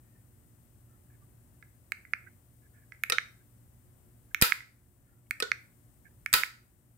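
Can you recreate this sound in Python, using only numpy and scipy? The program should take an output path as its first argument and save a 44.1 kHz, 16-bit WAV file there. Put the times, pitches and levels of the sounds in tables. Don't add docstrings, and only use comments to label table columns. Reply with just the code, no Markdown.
import sys
import numpy as np
from scipy import signal
from scipy.fft import rfft, irfft, next_fast_len
from scipy.io import wavfile
from scipy.ndimage import map_coordinates

SR = 44100
rng = np.random.default_rng(int(sys.argv[2]) if len(sys.argv) > 2 else 0)


def to_wav(sig):
    pcm = np.clip(np.atleast_2d(sig), -1, 1) * 32767
    pcm = np.round(pcm).astype(np.int16)
    wavfile.write(sys.argv[1], SR, pcm.T)


def linear_from_db(decibels):
    return 10 ** (np.asarray(decibels, float) / 20)


N = 307773

# (time [s], peak [dB], lasting ring [dB], left-right [dB])
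PLUNGER_OPEN = [
    (4.4223, -11, -8.5, -1),
    (6.3378, -10.5, -9.5, -1.7),
]
# (frequency [Hz], level [dB], t60 [s])
BOX_OPEN_MODES = [(1009, -15.5, 0.18), (1311, -0.5, .2), (1480, -1.5, .15), (1907, -0.5, 0.12),
                  (2488, -0.5, 0.13), (3640, -1.5, 0.034), (4810, -5, 0.25), (12080, -7, .15),
                  (12830, -1, .15)]


def unit(x):
    return x / np.sqrt(np.mean(x ** 2) + 1e-20)


def along(points, hz):
    f, v = np.transpose(points)
    return np.interp(np.log(hz + 1), np.log(f + 1), v)


def sides(pan_db):
    return linear_from_db([[pan_db / 2], [-pan_db / 2]])


def wobble(rate):
    knots = rng.standard_normal(int(N * rate / SR) + 4)
    return map_coordinates(knots, [np.arange(N) * rate / SR])


def noise(spectrum, size, lean=((1, 0),), alike=((1, 0),)):
    m = next_fast_len(size)
    hz = np.fft.rfftfreq(m, 1 / SR)
    turn = np.arccos(np.clip(along(alike, hz), -1, 1)) / 2
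    colour = linear_from_db(along(spectrum, hz))
    middle, side = rfft(rng.standard_normal((2, m))) * colour * [np.cos(turn), np.sin(turn)]
    half = linear_from_db(along(lean, hz) / 2)
    return unit(irfft([(middle + side) * half, (middle - side) / half], m)[:, :size])


def add(track, sound, s):
    i = round(s * SR)
    track[:, i:i + sound.shape[1]] += sound[:, :N - i]


def fade(t, rise, t60):
    return (1 - np.exp(-t / rise)) * linear_from_db(-60 * t / t60)


def room(sound, wet_db, gap):
    # (frequency [Hz], t60 [s])
    decay = [(300, .25), (1500, .38), (3200, 0.33), (4900, .36), (6500, 0.37), (12000, 0.27)]
    hz, t, z = signal.stft(rng.standard_normal((2, SR // 2)), SR, nperseg=256)
    dying = linear_from_db(-60 * t / along(decay, hz)[:, None])
    tail = signal.istft(z * dying, SR, nperseg=256)[1]
    tail = tail * (1 - np.exp(-(np.arange(tail.shape[1]) / SR / gap) ** 2))
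    tail = tail / np.linalg.norm(tail[0])
    wet = signal.fftconvolve(sound.mean(axis=0)[None], tail, axes=1) * linear_from_db(wet_db)
    return wet + np.pad(sound, ((0, 0), (0, tail.shape[1] - 1)))


def background():
    # (frequency [Hz], density [dB per Hz])
    rumble_tone = [(12, -58), (20, -32), (42, -8.5), (119, -2), (147, -10.5), (237, -14.5), (264, -18.5),
                   (293, -13.5), (318, -25), (354, -13), (384, -23), (1780, -35), (3000, -45.5),
                   (3900, -69.5), (6600, -120)]
    # (frequency [Hz], left-right likeness [0-1])
    likeness = [(60, 0.93), (130, 0.67), (290, .62), (640, .38), (1400, 0.079)]
    # (frequency [Hz], density [dB per Hz])
    hiss_tone = [(590, -33), (1000, -7.5), (1530, -6.5), (2000, -4), (2300, -9.5), (2840, -7.5),
                 (4090, -10.5), (6610, -9), (8360, -3), (12500, -8), (13800, 0), (15900, -9),
                 (16500, -26.5)]
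    # (frequency [Hz], left-right [dB])
    hiss_lean = [(60, 2), (110, -2), (200, -1.5), (380, -4), (700, -2.5), (1290, -2.5), (2380, 0),
                 (4400, 1), (8120, 15.5), (15000, 14)]
    orders = [1, 2, 4, 5, 6, 9, 10, 12]
    order_db = [-72.5, -61.5, -73, -76, -83, -90, -85, -87.5]
    motor_hz, rumble_db, hiss_db = 59.2, -60, -73
    sag_db, sag_s, hold_s, recover_s = -3, 0.15, 0.73, 0.12

    t = np.arange(N) / SR
    steps = np.cumsum([0, sag_s, hold_s, recover_s])
    gain_db = sum(np.interp(t, s + steps, [0, sag_db, sag_db, 0]) for s, *_ in PLUNGER_OPEN)
    rumble = linear_from_db(-1.5 + 0.77 * wobble(4.7)) * noise(rumble_tone, size=N, alike=likeness)
    turn = 2 * np.pi * motor_hz * t + 0.18 * wobble(2.7)
    hum = np.zeros(N)
    for k, line_db in zip(orders, order_db):
        hum += linear_from_db(line_db + 0.76 * wobble(3.8)) * np.sin(k * turn + 7 * rng.random())
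    hiss = linear_from_db(4.0) * noise(hiss_tone, size=N, lean=hiss_lean)
    return linear_from_db(rumble_db + gain_db) * (rumble + linear_from_db(58.5) * hum) + linear_from_db(hiss_db + gain_db) * hiss


def glove():
    # (time [s], length [s], level [dB], mode [Hz])
    strokes = [(0.0, 0.26, -81.5, 1840), (0.858, .13, -79, 1350), (1.089, 0.086, -75, 1710),
               (1.2, 0.054, -80, 1170), (2.261, 0.033, -57, 1530), (3.387, .04, -73, 1610),
               (4.307, 0.018, -65, 1620), (2.611, 0.074, -77.5, 1660), (2.713, 0.16, -73.5, 1706),
               (2.72, .08, -81, 1450), (2.872, 0.038, -83, 1660), (5.05, 0.17, -83, 1410),
               (5.059, 0.048, -82.5, 1740), (5.261, 0.012, -76, 2200), (6.043, 0.048, -66.5, 1670),
               (6.098, 0.037, -78, 1750)]
    width = 0.16

    def hump(centre, top_db):
        return [(centre * (1 - width), -30), (centre, top_db), (centre * (1 + width), -30)]

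    out = np.zeros((2, N))
    for s, length, db, hz in strokes:
        tone = [(hz / 2, -60), *hump(hz, 0), *hump(hz * 1.31, -12), (hz * 2, -60)]
        size = round(length * SR)
        swell = signal.windows.tukey(size, 0.53)
        add(out, linear_from_db(db) * swell * noise(tone, size=size, alike=[(1, 0.32)]), s)
    return out * linear_from_db(2.6 * wobble(55)) * sides(-9.5)


def button(events, tick_tone, tick_t60, tick_pan_db, wet_db, pitch, spread_hz, soft):
    # (frequency [Hz], left [dB], right [dB], t60 [s])
    case_modes = [(1512, -21, -17, .012), (1800, -16, -3.5, .011), (2173, -8, 2, 0.01),
                  (2440, -22.5, -19.5, .01)]
    out, t = np.zeros((2, N)), np.arange(SR // 20) / SR
    shell = signal.cheby1(3, 0.5, [1300, 2480], "band", fs=SR, output="sos")
    for s, db, tick_db, favoured_hz in events:
        ring = np.zeros((2, len(t)))
        for hz, left, right, t60 in case_modes:
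            favour = linear_from_db(rng.normal(0, 1) - ((hz - favoured_hz) / spread_hz) ** 2)
            tone = fade(t, 0.00038 * soft, t60 * soft) * np.sin(2 * np.pi * hz * pitch * t)
            ring += linear_from_db([[left], [right]]) * favour * tone
        tick = noise(tick_tone, size=len(t), alike=[(1, 0.5)])
        tick = tick * fade(t, 0.0002, tick_t60) * sides(tick_pan_db)
        snap = linear_from_db(7.0) * signal.sosfilt(shell, ring) + linear_from_db(tick_db + 13.5) * tick
        add(out, room(linear_from_db(db) * snap, wet_db, 0.0029), s)
    return out


def remote():
    # (time [s], peak [dB], tick [dB], favoured mode [Hz])
    press = [(1.92, -18.5, -20, 1950), (3.0362, -15.5, -18.5, 1943), (4.346, -15.5, -19, 1950),
             (5.3091, -18, -15.5, 1950), (6.261, -18, -17.5, 1956)]
    let_go = [(2.135, -13, -31, 1950), (3.1837, -9.5, -27, 1950), (4.5215, -9.5, -28.5, 1950),
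              (5.5169, -11.5, -22, 1950), (6.4342, -14, -25.5, 1950)]
    touch = [(1.6257, -39.5, -32, 1680), (2.0507, -41, -41.5, 2110), (2.9208, -35, -25.5, 1950),
             (2.9472, -50.5, -32, 2110), (4.6049, -35.5, -24, 2090)]
    # (frequency [Hz], density [dB per Hz])
    bright_tick = [(1470, -36), (2500, -9), (4210, -11.5), (5130, -17), (8910, -17.5), (10000, -20),
                   (14800, -13), (16500, -26)]
    dull_tick = [(1650, -35), (2800, -3), (5110, -12), (5710, -10.5), (8270, -27), (9250, -26),
                 (15100, -41), (16500, -56)]
    out = button(press, bright_tick, 0.004, 6, -13, pitch=1.01, spread_hz=600, soft=0.87)
    out += button(let_go, dull_tick, 0.007, -1.5, -15.5, pitch=0.97, spread_hz=600, soft=0.76)
    out += button(touch, dull_tick, 0.0076, -4, -7.5, pitch=0.94, spread_hz=190, soft=1.3)
    return out


def contact(events, tone, ring_tone, modes, mode_db, rise, crack_t60, ring_t60, wet_db):
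    # (frequency [Hz], left-right [dB])
    box_lean = [(60, -5.0), (150, -4), (380, 0.5), (950, -4.0), (2380, -0.5), (5980, -2), (15000, 2.0)]
    out, t = np.zeros((2, N)), np.arange(SR // 3) / SR
    for s, db, ring_db, pan_db in events:
        crack = noise(tone, size=len(t), lean=box_lean, alike=[(1, 0.2)]) * fade(t, rise, crack_t60)
        ring = noise(ring_tone, size=len(t), lean=box_lean) * fade(t, 0.0093, ring_t60) * linear_from_db(ring_db)
        drift = rng.standard_normal((len(modes), 2, len(t))).cumsum(axis=2) * 0.05
        clear = np.zeros((2, len(t)))
        for (hz, level, t60), blur in zip(modes, drift):
            strength = linear_from_db(level + rng.normal(0, 2.6, (2, 1)))
            phase = 2 * np.pi * (hz * t + rng.random((2, 1))) + blur * (hz / 1800) ** 1.3
            clear += strength * fade(t, 0.0011, t60) * np.sin(phase)
        blow = linear_from_db(db) * (crack + ring + linear_from_db(mode_db) * clear) * sides(pan_db)
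        add(out, room(blow, wet_db, 0.007), s)
    return out


def relay():
    # (time [s], peak [dB], lasting ring [dB], left-right [dB])
    lets_go = [
        (3.0987, -17, -15, -1),
        (5.4012, -22, -8, 0.5),
    ]
    pulls_in = [
        (4.414, -12, -18.5, -1.7),
        (6.3292, -12.5, -16, -2.0),
    ]
    # (frequency [Hz], density [dB per Hz])
    off_tone = [(120, -49), (200, -14.5), (485, -7.5), (829, -25.5), (1770, -6.5), (2050, -6), (2650, 0),
                (3430, -13), (5350, -2.5), (6930, -23.5), (7600, -2.5), (15000, -14), (16500, -37)]
    on_tone = [(180, -49), (300, -24), (742, -19), (2030, -3), (3360, -11), (3770, -4.5), (5190, -0.5),
               (6560, -5.5), (8160, 2.5), (9180, -3.5), (16500, -14.5)]
    # (frequency [Hz], level [dB], t60 [s])
    knocked_box = [(435.8, -10.5, .05), (530, -14.5, .08), (1280, -8, 0.065), (1840, -5.5, 0.059),
                   (2560, 1.5, .03), (3960, 0, .02), (5170, 0, .02)]
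    out = contact(lets_go, off_tone, off_tone, knocked_box, -6.5, 0.0004, 0.016, 0.029, -16.5)
    out += contact(pulls_in, on_tone, on_tone, BOX_OPEN_MODES, -24, 0.0003, 0.012, 0.038, -9.5)
    return out


def valve():
    # (time [s], peak [dB], lasting ring [dB], left-right [dB])
    drop_shut = [
        (3.1213, -16.5, -19.5, -1.5),
        (5.4235, -20, -23, -4.5),
    ]
    first_slam = [
        (4.4218, -9, -38, 4.5),
        (6.3372, -9, -40.5, 3),
    ]
    rebound = [
        (4.4252, -18.5, -31.5, 2),
        (6.3402, -20, -29.5, 0),
    ]
    # (frequency [Hz], density [dB per Hz])
    shut_tone = [(88, -59.5), (150, -23.5), (386, -18.5), (518, -12), (864, -23.5), (1310, -11),
                 (1690, -11.5), (1820, -8.5), (2650, -14.5), (3770, -12.5), (4510, -14), (15300, -35.5),
                 (16500, -54)]
    open_tone = [(240, -28), (400, -13), (831, -15.5), (2470, 5.5), (3120, -13.5), (3880, 8), (4680, 0),
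                 (6590, -17.5), (7230, -2.5), (11000, -15), (12900, -3), (15700, -12), (16500, -26.5)]
    slam_tone = [(880, -31), (1500, -0.5), (4430, -4), (5930, -9.5), (7100, -8), (10700, -6), (12800, 2),
                 (13600, -1), (16500, -15.5)]
    air_tone = [(120, -46), (200, -19), (617, -16.5), (756, -19.5), (979, -7.5), (1130, -14.5), (1500, 1),
                (1640, -7.5), (1830, -4.5), (3310, -8), (4700, -9.5), (6680, -17.5), (12700, -10),
                (15600, -12.5), (16500, -34)]
    # (frequency [Hz], level [dB], t60 [s])
    shut_box = [(445, -7, .06), (493, -6.5, 0.056), (1326, -4.5, .09), (1460, -7, 0.18), (1845, -1, .05),
                (2340, -8.5, .03), (3790, 11.5, 0.014)]
    # (time [s], level [dB], left-right [dB], width [s])
    puffs = [
        (4.4231, -20.5, -23.5, 0.0012),
        (6.3377, -33, -16, 0.0017),
    ]
    out = contact(drop_shut, shut_tone, shut_tone, shut_box, -6.5, 0.001, 0.03, 0.14, -8)
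    out += contact(PLUNGER_OPEN, open_tone, air_tone, BOX_OPEN_MODES, -15, 0.00081, 0.032, 0.22, -7)
    out += contact(rebound, open_tone, air_tone, shut_box, -9.5, 0.0004, 0.0098, 0.05, -8)
    out += contact(first_slam, slam_tone, air_tone, BOX_OPEN_MODES, -29.5, 0.00022, 0.017, 0.05, -8.5)
    for s, db, pan_db, width in puffs:
        u = np.arange(SR // 10) / SR / width
        push = u * (2 - u) * np.exp(-u)
        add(out, linear_from_db(db + 6.0) * sides(pan_db) * push, s)
    return out


def scene():
    return background() + glove() + remote() + relay() + valve()


def top_cut(x):
    return signal.sosfilt(signal.butter(12, 17100, fs=SR, output="sos"), x)


def record(dry):
    # (frequency [Hz], gain [dB])
    band_limit = [(15750, 0), (15900, -9), (17000, -12), (17150, -120)]
    m = next_fast_len(N)
    gain = linear_from_db(along(band_limit, np.fft.rfftfreq(m, 1 / SR)))
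    mix = irfft(rfft(dry, m) * gain, m)[:, :N]
    return top_cut(mix)


dry = scene()
out = record(dry)
to_wav(out)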